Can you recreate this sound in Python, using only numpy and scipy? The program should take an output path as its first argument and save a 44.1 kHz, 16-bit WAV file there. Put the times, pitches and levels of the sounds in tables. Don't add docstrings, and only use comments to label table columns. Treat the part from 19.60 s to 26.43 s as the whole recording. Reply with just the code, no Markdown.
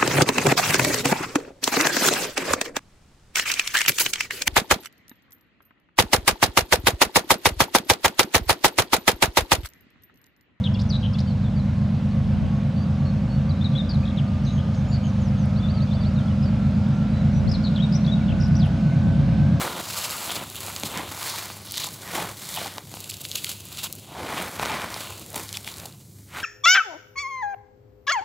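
import sys
import numpy as np
from scipy import signal
from scipy.fft import rfft, irfft, next_fast_len
from scipy.io import wavfile
from scipy.ndimage import uniform_filter1d

SR = 44100
rng = np.random.default_rng(int(sys.argv[2]) if len(sys.argv) > 2 else 0)


def transcribe(signal):
    frames = np.atleast_2d(signal).T
    limited = np.clip(frames, -1, 1)
    pcm = np.round(limited * 32767).astype(np.int16)
    wavfile.write(sys.argv[1], SR, pcm)


def gain_from_decibels(decibels):
    exponent = np.asarray(decibels, float) / 20
    return 10 ** exponent


N = 301203

# frequency in Hz, level in dB per Hz.
BACKGROUND_SPECTRUM = [(20, -72), (40, -42), (60, -19), (80, -17), (130, -7), (170, -6.5), (240, -17.5),
                       (400, -18), (600, -62), (3500, -46), (3800, -37.5), (7000, -31), (15500, -35.5)]
# frequency in Hz, width of its waver in Hz, level in dB.
MAINS_HUM = (100.4, 12.4, -50.5)
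# frequency in Hz, level in dB.
HUM_PARTNERS = [(78, -61), (131, -59), (201, -60)]
# frequency in Hz, gain in dB.
MICROPHONE = [(25, -45), (45, -25), (65, 0), (120, -4), (1650, 0.5), (1950, 3.5), (2350, 5), (6000, -3.5),
              (15000, -6.5)]
# frequency in Hz, side minus mid in dB.
SIDE_COLOUR = [(60, -54), (110, -42), (200, -47), (380, -21), (700, -38), (1290, -64), (2380, -48),
               (4400, -45), (8120, -34.5), (15000, -32)]

# spread of ring in octaves, cycles of ring, grains per second, size spread in dB,
# share of wide ticks from 0 to 1.
HEAP_GRAINS = (.7, 0.55, 1300, 2.2, 0.23)
LUMP_GRAINS = (.43, 1.2, 2600, 1.5, 0.32)
CRUMB_GRAINS = (.3, 2.8, 3300, 3.7, .25)
GRIT_GRAINS = (0.45, 0.48, 8000, 2.3, 0.2)
RINGS_HZ = np.geomspace(110, 18000, 30)

# peak in seconds, rise in seconds, fall in seconds, effort in dB, ring of the lumps in Hz.
SCOOPS = [(.06, 0.1, 0.12, -31.5, 885), (.18, .1, 0.07, -34.5, 850), (0.781, 0.092, 0.1, -37, 1024),
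          (1.245, .015, 0.056, -43.5, 480), (1.376, 0.076, 0.13, -33, 895), (2.601, 0.15, 0.11, -32.5, 900),
          (3.02, 0.079, 0.11, -37.5, 900), (3.168, 0.044, 0.082, -46.5, 840),
          (4.622, 0.13, 0.41, -37.5, 723), (4.811, 0.18, 0.08, -32.5, 880), (5.03, 0.06, 0.28, -32.5, 1110),
          (5.139, 0.11, 0.12, -31.5, 923), (5.25, 0.081, 0.12, -41.5, 950), (5.77, 0.049, 0.08, -39.5, 800),
          (6.781, 0.058, 0.052, -37, 1330)]
# peak in seconds, rise in seconds, fall in seconds, effort in dB, lumps in the hand in dB.
RUBS = [(.03, 0.12, 0.071, -31, -6.5), (0.358, 0.059, 0.39, -30, -7.5), (.72, 1, 0.11, -32, -6.5),
        (1.07, 0.19, 0.39, -35, -7), (1.27, 0.037, 0.1, -36.5, -7), (1.69, 0.18, 0.067, -28, -7.5),
        (1.75, 0.077, 0.24, -32.5, -5.5), (2.22, 0.12, 0.12, -32, -11), (2.58, 0.17, 0.11, -31, -19),
        (2.991, 0.26, 0.15, -31, -13), (3.36, 0.069, 0.3, -40, -13), (3.5, 0.017, 0.078, -41, -23),
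        (3.7, 0.22, 0.47, -39.5, -20), (3.901, 0.16, 0.083, -33.5, -22), (4.15, 0.12, 0.25, -40, -10),
        (4.262, 0.053, 0.014, -31.5, -14), (4.8, 0.15, 0.23, -35.5, -11.5), (5.03, 0.088, 0.21, -36, -4.5),
        (5.42, 0.16, 0.18, -35.5, -4), (5.765, 0.037, 0.13, -35.5, -10), (5.95, 0.088, 0.06, -36, -13),
        (6.07, 0.015, 0.13, -36, -12.5), (6.2, 0.16, 0.15, -49, 0), (6.78, 0.028, 0.052, -39, 1)]
# peak in seconds, rise in seconds, fall in seconds, effort in dB, ring in Hz.
CRUNCHES = [(0.348, 0.14, 0.25, -36, 4890), (.72, 0.35, 0.26, -50, 3400), (1.688, 0.057, 0.23, -36, 4380),
            (2.18, 0.11, 0.07, -35.5, 4100), (2.25, 0.1, 0.042, -37, 3940), (2.99, 0.11, 0.17, -40, 3350),
            (3.62, .1, .1, -58, 3500), (3.51, 0.018, 0.024, -46, 4600), (3.78, 0.019, 0.033, -47, 2840),
            (3.88, 0.26, 0.047, -62, 3670), (4.258, 0.15, .015, -46.5, 3400),
            (5.42, 0.21, 0.063, -44, 3650), (5.949, 0.017, 0.043, -41.5, 4460),
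            (6.079, 0.026, 0.042, -44, 2800), (6.73, 0.045, 0.058, -53, 1920)]
# time in seconds, level in dB.
TRICKLE = [(0, -42), (.2, -45), (.92, -41.5), (1.5, -43), (2.03, -45.5), (2.38, -44), (2.8, -45.5),
           (3.25, -47), (3.5, -45), (4.0, -48.5), (4.36, -45.5), (4.5, -50), (5.6, -41.5), (5.88, -45.5),
           (6.0, -44.5), (6.27, -44), (6.36, -55.5), (6.68, -56.5), (6.83, -42)]
# time in seconds, closure from 0 to 1.
CLOSURE = [(0, 0.2), (.3, 0.67), (.8, 0.61), (1.25, 0.6), (1.55, 0.47), (2.35, 0.44), (2.5, 0), (2.8, 0.47),
           (3.1, 0), (3.4, 0.69), (4.5, 0.69), (4.6, 0.07), (5.3, 0.01), (5.5, 0.96), (5.75, 0.32),
           (5.9, 0.25), (6.35, 0.72), (6.6, 0.2)]

# time in seconds, level in dB, ring in Hz, length in ms.
SCRAPES = [(0.049, -43, 920, 15), (0.368, -39, 1370, 31), (0.546, -39, 1310, 37), (1.097, -40, 1210, 19),
           (1.264, -46, 900, 22), (1.359, -38, 950, 52), (1.396, -36, 1000, 24), (1.633, -40, 1290, 27),
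           (1.656, -41, 1040, 9), (1.745, -36.5, 990, 26), (2.274, -40, 890, 11), (2.288, -42.5, 1050, 8.4),
           (2.564, -39, 815, 30), (2.591, -33, 850, 43), (2.977, -31, 900, 14), (3.021, -37, 644, 11),
           (3.063, -33.5, 860, 17), (3.62, -50, 760, 11), (3.757, -43, 1320, 10), (3.874, -45, 1360, 14),
           (4.131, -51, 1120, 17), (4.188, -45, 1360, 21), (4.244, -41, 1190, 17), (4.262, -41, 1280, 14),
           (4.561, -38, 824, 26), (4.602, -38, 776, 51), (4.784, -43, 1020, 27), (4.804, -45, 700, 34),
           (5.117, -30.5, 830, 40), (5.343, -40, 1020, 18), (5.747, -43, 740, 27), (5.78, -43, 764, 12),
           (5.805, -59, 674, 19), (5.958, -52, 1100, 11), (5.974, -51, 820, 17), (6.076, -47.5, 870, 18),
           (6.257, -40.5, 726, 8.5), (6.761, -36.5, 1420, 29), (6.773, -51, 1290, 28),
           (6.795, -42, 1310, 21)]
# time in seconds, level in dB, ring in Hz, length in ms.
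GRINDS = [(.704, -38, 3420, 32), (.967, -43.5, 3480, 39), (1.699, -33, 4850, 12), (2.203, -29.5, 4240, 8.3),
          (2.222, -37, 4200, 12), (2.238, -32, 4000, 6), (1.375, -37.5, 1860, 66), (2.6, -41, 2700, 21),
          (2.971, -35, 3240, 23), (3.518, -38, 2820, 3.5), (3.783, -44, 2860, 12), (3.87, -38.5, 3100, 7.1),
          (3.914, -42, 3000, 6.6), (4.026, -60.5, 2960, 3), (4.188, -39, 3600, 15), (4.264, -43, 3160, 12),
          (4.78, -37, 3020, 21), (5.951, -39, 3450, 21), (6.804, -35, 2520, 9.2)]
# time in seconds, peak in dB, centre in Hz.
SNAPS = [(.4952, -15, 7340), (.7175, -14, 4500), (.7207, -17, 5610), (1.1633, -13, 5200),
         (1.235, -10, 4500), (1.375, -9, 7460), (1.6295, -14, 4290), (1.6997, -14, 7830),
         (2.111, -16, 7620), (2.142, -16, 3700), (2.157, -18, 5890), (2.1741, -12, 6550),
         (2.1798, -10, 5020), (2.2485, -17, 5150), (2.2884, -18, 6320), (3.0704, -18, 6560),
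         (3.1821, -20, 4840), (3.3404, -20, 6380), (3.5104, -13, 7150), (3.569, -20, 8170),
         (3.652, -14, 3800), (3.7154, -12, 5320), (3.7223, -19, 5980), (3.7551, -13, 5560),
         (3.8449, -11, 3600), (4.1728, -16, 5380), (5.2188, -20, 4340), (5.3427, -15, 4500),
         (5.9282, -13, 6750), (5.9718, -13, 4680),
         (.5095, -11, 10990), (.5675, -17, 10390), (.6304, -15, 12710), (.6628, -18, 9510),
         (.7492, -14, 9240), (.9008, -17, 10170), (.9566, -16, 12410), (.9651, -15, 10800),
         (1.0059, -16, 9650), (1.0646, -16, 9680), (1.0938, -19, 8890), (1.1993, -14, 10580),
         (1.8575, -17, 9000), (2.0624, -22, 12390), (2.1211, -11, 12480), (2.2426, -11, 10010),
         (2.3317, -21, 11390), (2.9527, -17, 11860), (2.9619, -15, 11250), (3.3517, -21, 12600),
         (3.4047, -16, 10980), (3.6876, -22, 9640), (3.8407, -17, 10880), (3.9288, -18, 11110),
         (4.006, -24, 11750), (4.0538, -20, 13000), (4.0868, -24, 11810), (4.3269, -9, 10700),
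         (4.3533, -19, 12110), (4.397, -25, 11220),
         (4.8252, -16, 10900), (5.5039, -19, 9410), (5.5805, -23, 8420), (5.5959, -21, 11860),
          (5.6632, -22, 10220), (5.7035, -21, 11260), (5.7307, -20, 11610), (5.7446, -16, 6490),
          (5.7595, -9, 12500), (5.7617, -14, 11620), (5.7784, -18, 8240), (5.8319, -22, 10180),
          (5.8834, -23, 9030), (5.8914, -19, 5440), (6.03, -27, 10930), (6.0677, -23, 9420),
          (6.0883, -21, 7230), (6.1408, -22, 5370), (6.1627, -26, 5240), (6.1704, -23, 9810),
          (6.1834, -18, 6950), (6.2001, -19, 8410), (6.2567, -18, 8420), (6.2605, -19, 9250),
          (6.2848, -27, 7160), (6.325, -31, 6000), (4.8199, -20, 9570), (4.9156, -23, 11320),
         (0.3103, -19, 4860), (0.3337, -18, 5180), (0.5034, -18, 6380), (0.7056, -17, 3950),
            (0.7663, -18, 4010), (0.8368, -22, 10920), (0.8723, -23, 12400), (0.9177, -24, 13200),
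            (1.0835, -21, 7770), (1.1529, -19, 10890), (1.3542, -22, 5880), (1.3841, -19, 5700),
            (1.9683, -26, 12940), (1.9738, -26, 7890), (2.0531, -25, 12260), (2.1638, -23, 4220),
            (2.4173, -25, 7630), (2.4202, -24, 5900), (2.5502, -18, 11610), (2.8525, -25, 5560),
            (2.8705, -26, 5460), (2.9418, -19, 4930), (3.1399, -26, 9700), (3.1473, -29, 12480),
            (3.1581, -26, 7700), (3.1745, -27, 12470), (3.2955, -28, 7960), (3.4095, -23, 9630),
            (3.4404, -24, 10230), (3.4417, -24, 7330), (3.4442, -27, 6600), (3.4928, -23, 7320),
            (3.535, -26, 4900), (3.6125, -26, 8340), (3.617, -19, 11000), (3.618, -25, 10730),
            (3.6402, -24, 6160), (3.6936, -25, 10610), (3.6946, -24, 7250), (3.7101, -23, 7330),
            (3.7293, -24, 4000), (3.856, -20, 10990), (3.8677, -21, 4400), (4.0705, -32, 9040),
            (4.1266, -25, 13510), (4.1496, -29, 4160), (4.1892, -19, 5140), (4.2396, -18, 8520),
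            (4.2411, -17, 6970), (4.3341, -26, 4940), (4.3581, -26, 13000), (4.3628, -27, 10630),
            (4.9532, -24, 11090), (4.9565, -28, 4200), (4.9922, -25, 4920), (4.9966, -19, 7690),
            (5.0528, -19, 3820), (5.058, -17, 5820), (5.1179, -22, 4540), (5.1413, -23, 4950)]
# time in seconds, level in dB, centre in Hz, length in ms.
CRUSHES = [(0.389, -23, 8400, 2.8), (0.444, -29.5, 6500, 18), (0.76, -29, 6990, 12), (1.261, -31, 7270, 24),
           (1.969, -43, 10350, 3.8), (2.203, -28.5, 6620, 7.1), (2.269, -30, 8250, 7.5),
           (2.34, -36, 10000, 8.5), (2.417, -46, 8400, 7.6), (3.443, -34, 8640, 3.4),
           (3.498, -27, 8040, 7.2), (3.541, -33.5, 7500, 6.2), (3.615, -33, 12100, 5.9),
           (3.65, -37, 8620, 21), (3.757, -22.5, 7840, 6.6), (3.778, -33, 7920, 21),
           (3.845, -20, 6100, 1.9), (4.128, -37, 9900, 5.5), (4.191, -34.5, 6650, 22),
           (4.242, -26.5, 9100, 14), (4.327, -32, 9900, 2.5), (4.956, -41, 6720, 3.4),
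           (5.034, -31, 4120, 1.8), (5.761, -34, 11700, 10), (5.835, -36, 9360, 4.9),
           (5.971, -27, 5240, 1.5), (6.046, -30.5, 4130, 1.7), (6.077, -35.5, 5700, 6.9),
           (6.257, -32.5, 8340, 3.3), (2.18, -25.5, 5200, 2.8), (3.896, -34, 10500, 13),
           (.376, -32, 8000, 23), (6.802, -40, 3700, 7.1)]
# time in seconds, peak in dB, ring in Hz.
KNOCKS = [(0.7667, -22.5, 990), (1.0833, -24, 756), (1.235, -21, 670), (1.653, -36, 1070),
          (1.902, -23.5, 1020), (1.969, -33, 730), (2.245, -24, 1010), (3.0159, -23, 660),
          (3.1831, -20.5, 870), (3.341, -26.5, 840), (3.3713, -27.5, 775), (3.755, -43, 810),
          (4.243, -30, 1180), (4.9973, -14.5, 766), (5.03, -15, 1000), (5.034, -15, 900), (5.059, -17, 850),
          (5.3647, -23.5, 685), (5.7629, -19.5, 736), (5.7822, -40, 770), (6.235, -32, 680),
          (0.698, -20, 940), (5.973, -27.5, 1700), (6.077, -22, 1820), (5.744, -27, 900)]
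# time in seconds, peak in dB, ring in Hz.
THUDS = [
    (1.237, -30, 225),
    (1.246, -29, 170),
    (1.26, -29, 190),
    (1.369, -25.5, 204),
    (2.599, -33, 159),
    (5.765, -27, 245),
]


def evened(x):
    return x / np.sqrt(np.mean(x ** 2) + 1e-20)


def add(mix, s, sound):
    part = mix[round(s * SR):][:len(sound)]
    part += sound[:len(part)]


def curves(table):
    s, *columns = np.transpose(table)
    return [np.interp(np.arange(N) / SR, s, c) for c in columns]


def closed():
    return np.clip(curves(CLOSURE)[0], 0, 1)


def coloured(x, points):
    size = next_fast_len(N)
    table_hz, table_db = np.transpose(points)
    hz = np.fft.rfftfreq(size, 1 / SR)
    gain_db = np.interp(np.log(hz + 1), np.log(table_hz + 1), table_db)
    return irfft(rfft(x, size) * gain_from_decibels(gain_db), size)[:N]


def drift(ms):
    width = max(round(ms * SR / 1000), 2)
    once = uniform_filter1d(rng.standard_normal(N), width)
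    return evened(uniform_filter1d(once, width))


def resonate(x, hz, width_hz):
    turn = np.exp(2j * np.pi * np.cumsum(hz * np.ones(N)) / SR)
    r = np.exp(-np.pi * width_hz / SR)
    return 2 * (turn * signal.lfilter([1 - r], [1, -r], x / turn)).real


def ring(hz, cycles):
    turns = np.arange(1, 1200) * hz / SR
    x = np.sin(2 * np.pi * turns) * turns * np.exp(-2.5 * turns / max(cycles, .5))
    return x / np.linalg.norm(x)


def crack(hz, octaves):
    f = abs(np.fft.fftfreq(512, 1 / SR)) + 1
    hump = -(np.log2(f / hz) / (2 * max(octaves, .2))) ** 2
    log_gain = np.maximum(hump - 0.15 * np.log(f / hz), -8)
    x = np.fft.ifft(np.exp(np.conj(signal.hilbert(log_gain)))).real[:256]
    return x / abs(x).max()


def swell(t, ms):
    rate = np.where(t < 0, 1900, 1300)
    return np.exp(-abs(rate * t / ms) ** np.where(t < 0, 3, 1.8))


def background():
    hz, width_hz, hum_db = MAINS_HUM
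    waver = resonate(resonate(rng.standard_normal(N), hz, width_hz), hz, 3 * width_hz)
    hum = evened(np.sin(2 * np.pi * hz * np.arange(N) / SR) + .5 * evened(waver))
    noise = evened(coloured(rng.standard_normal(N), BACKGROUND_SPECTRUM))
    partners = sum(gain_from_decibels(db) * evened(resonate(rng.standard_normal(N), f, 4)) for f, db in HUM_PARTNERS)
    return partners + gain_from_decibels(hum_db) * hum + gain_from_decibels(-50 + .5 * drift(120)) * noise


def moves(table):
    slope_db = 12
    roundness = 1.59
    peak, rise, fall, db, _ = np.transpose(table)[:, :, None]
    late = np.arange(0, N, 100) / SR - peak
    distance = np.maximum(-late / np.maximum(rise, .005), late / np.maximum(fall, .005))
    return gain_from_decibels(2 * (db - slope_db * distance ** roundness))


def hands():
    scoops, rubs, crunches = moves(SCOOPS), moves(RUBS), moves(CRUNCHES)
    scoop, rub = scoops.sum(0), rubs.sum(0)
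    trickle = gain_from_decibels(2 * curves(TRICKLE)[0][::100])

    dug_hz = np.array(SCOOPS)[:, -1]
    pushed_db = -2 - 8.5 * np.log2(dug_hz / 900)
    heap = gain_from_decibels(2 * pushed_db) @ scoops + gain_from_decibels(2 * -44) * rub + gain_from_decibels(2 * -5.5) * trickle

    held = gain_from_decibels(2 * np.array(RUBS)[:, 4]) @ rubs
    fallen = gain_from_decibels(2 * -21.5) * trickle
    lumps = scoop + held + fallen
    lumps_hz = (dug_hz @ scoops + 1119 * held + 800 * fallen) / lumps

    dug = gain_from_decibels(2 * -9.5) * scoop
    loose = gain_from_decibels(2 * -21) * rub + gain_from_decibels(2 * -27) * trickle
    crumbs = dug + loose + crunches.sum(0)
    crumbs_hz = (3030 * dug + 3980 * loose + np.array(CRUNCHES)[:, 4] @ crunches) / crumbs

    rubbed_grit_hz, dug_grit_hz = 9580, 6500
    dug_grit = gain_from_decibels(2 * -6) * scoop
    grit = dug_grit + rub + trickle
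    grit_hz = rubbed_grit_hz - (rubbed_grit_hz - dug_grit_hz) * dug_grit / grit

    gains = np.sqrt([heap, lumps, crumbs, grit])
    full = [np.interp(np.arange(N), np.arange(0, N, 100), c)
            for c in (*gains, lumps_hz, crumbs_hz, grit_hz)]
    return full[:4], full[4:]


def clicks(per_s, spread_db):
    struck = rng.random(N) < per_s / SR
    size = rng.exponential(1, N)
    sign = rng.choice([-1., 1.], N)
    return evened(struck * sign * gain_from_decibels(spread_db * np.minimum(size, 5)))


def slips(ms):
    starts = rng.exponential(1, N) * (rng.random(N) < 60 / SR)
    release = signal.lfilter([1], [1, -np.exp(-1000 / (ms * SR))], starts)
    return evened(np.minimum(release, 3) - np.mean(release))


def grains(kind, centre_hz, ticks):
    octaves, cycles, per_s, spread_db, share = kind
    share = np.clip(share, 0, 1)
    contacts = clicks(per_s, spread_db)
    grain_hz = centre_hz * 2 ** (octaves * np.clip(rng.standard_normal(N), -2, 2))
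    which = np.searchsorted(RINGS_HZ, grain_hz)
    single = sum(signal.oaconvolve(contacts * (which == k), ring(hz, cycles))[:N]
                 for k, hz in enumerate(RINGS_HZ) if (which == k).any())
    colour = rng.integers(0, 3, N)
    middle_hz = np.mean(centre_hz)
    wide = sum(signal.oaconvolve(ticks * (colour == k), crack(factor * middle_hz, octaves))[:N]
               for k, factor in enumerate((.9, 1.25, 1.7)))
    return evened(np.sqrt(1 - share) * evened(single) + np.sqrt(share) * evened(wide))


def crumbling():
    ticks = clicks(600, 2.6)
    gains, (lumps_hz, crumbs_hz, grit_hz) = hands()
    shared = .8 * slips(7) + np.clip(.35 * drift(25), -1, 1)
    kinds = (HEAP_GRAINS, LUMP_GRAINS, CRUMB_GRAINS, GRIT_GRAINS)
    rings_hz = (288, lumps_hz, crumbs_hz, grit_hz)
    depths = (0.69, 0.83, 0.17, 0.8)
    layers = []
    for kind, hz, depth, gain in zip(kinds, rings_hz, depths, gains):
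        clumps = evened(gain_from_decibels(2.2 * (depth * shared + .3 * drift(20))))
        layers.append(gain * clumps * grains(kind, hz, ticks))
    return layers


def drags(table, cycles):
    out, t = np.zeros(N), np.arange(-1800, 2600) / SR
    chances = rng.standard_normal((len(table), 2, len(t)))
    for (s, db, hz, ms), (a, b) in zip(table, chances):
        run = evened(signal.oaconvolve(a * b ** 2, ring(hz, cycles))[:len(t)])
        start = s + t[0]
        skip = max(round(-start * SR), 0)
        add(out, max(start, 0), (gain_from_decibels(db) * run * swell(t, ms))[skip:])
    return out


def snaps():
    out, t = np.zeros(N), np.arange(200) / SR
    small_hz = 9500
    breaks = SNAPS
    chances = rng.standard_normal((len(breaks), len(t)))
    for (s, db, hz), chance in zip(breaks, chances):
        octaves = .55 * min(small_hz / hz, 1) ** 1.5
        blows = (t == 0) + .13 * chance * np.exp(-t / .001)
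        snap = np.convolve(blows, crack(1.01 * hz, 1.25 * octaves))
        peak_db = db + 1.8 + 2.5 * (hz > small_hz)
        add(out, s - .0001, gain_from_decibels(peak_db) * snap / abs(snap).max())
    return out


def crushes():
    out, t = np.zeros(N), np.arange(-900, 900) / SR
    chances = rng.standard_normal((len(CRUSHES), 2, len(t)))
    for (s, db, hz, ms), (a, b) in zip(CRUSHES, chances):
        spray = evened(np.convolve(a * abs(b), crack(hz, 0.94), "same"))
        add(out, s + t[0], gain_from_decibels(db + 2.5) * spray * swell(t, ms))
    return out


def knocks():
    out = np.zeros(N)
    for s, db, hz in KNOCKS:
        knock = ring(hz, 0.91) - 0.14 * ring(0.22 * hz, 1.0)
        add(out, s - .0008, gain_from_decibels(db) * knock / abs(knock).max())
        add(out, s - .0002, gain_from_decibels(db - 3.5) * crack(2470, 0.51))
    return out


def thuds():
    out = np.zeros(N)
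    for s, db, hz in THUDS:
        push = ring(hz, 1.37)
        add(out, s, gain_from_decibels(db) * push / abs(push).max())
    return out


def fist(x):
    slit_hz, slit_width_hz, hollow_width_hz = 2720, 380, 1500
    _, (_, hollow_hz, _) = hands()
    closure = closed()
    held = signal.sosfilt(signal.butter(5, 0.81 * slit_hz, "high", fs=SR, output="sos"), x)
    hollow = .8 * resonate(held, hollow_hz, hollow_width_hz)
    held = held + hollow + 1.7 * resonate(held, slit_hz, slit_width_hz)
    return np.sqrt(1 - closure) * x + np.sqrt(closure) * 0.66 * held


def shaded(x):
    closure = closed()
    bounce = .4 * closure
    x = (x + bounce * np.roll(x, 12)) / np.sqrt(1 + bounce ** 2)
    gap_hz, gap_width_hz, gap_depth = 1850, 500, .5
    return x - gap_depth * closure * resonate(x, gap_hz, gap_width_hz)


def room(x):
    level_db, t60_s = -22, .05
    t = np.arange(6000) / SR
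    tail = rng.standard_normal(len(t)) * gain_from_decibels(-60 * t / t60_s) * (t > .002)
    return x + signal.oaconvolve(x, gain_from_decibels(level_db) * tail / np.linalg.norm(tail))[:N]


def scene():
    heap, lumps, crumbs, grit = crumbling()
    cracks = snaps()
    low = heap + lumps + knocks() + thuds()
    dragging = drags(SCRAPES, 2.3) + drags(GRINDS, 1.64)
    escaping = (.5 - .3 * closed()) * cracks
    in_hand = fist(crumbs + grit + crushes() + 0.69 * cracks)
    near = low + dragging + escaping + in_hand
    mid = coloured(room(shaded(near)), MICROPHONE) + background()
    wander = np.sign(drift(20)) * gain_from_decibels(8 * np.clip(drift(45), -2, 2))
    side = coloured(mid * wander, SIDE_COLOUR)
    return np.array([mid + side, mid - side])


def low_pass(x):
    return signal.sosfilt(signal.butter(12, 16860, fs=SR, output="sos"), x)


def record(dry):
    edge = signal.firwin(401, 15800, window=("kaiser", 5), fs=SR)
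    mix = signal.oaconvolve(dry, edge[None], "same")
    return low_pass(mix)


dry = scene()
out = record(dry)
transcribe(out)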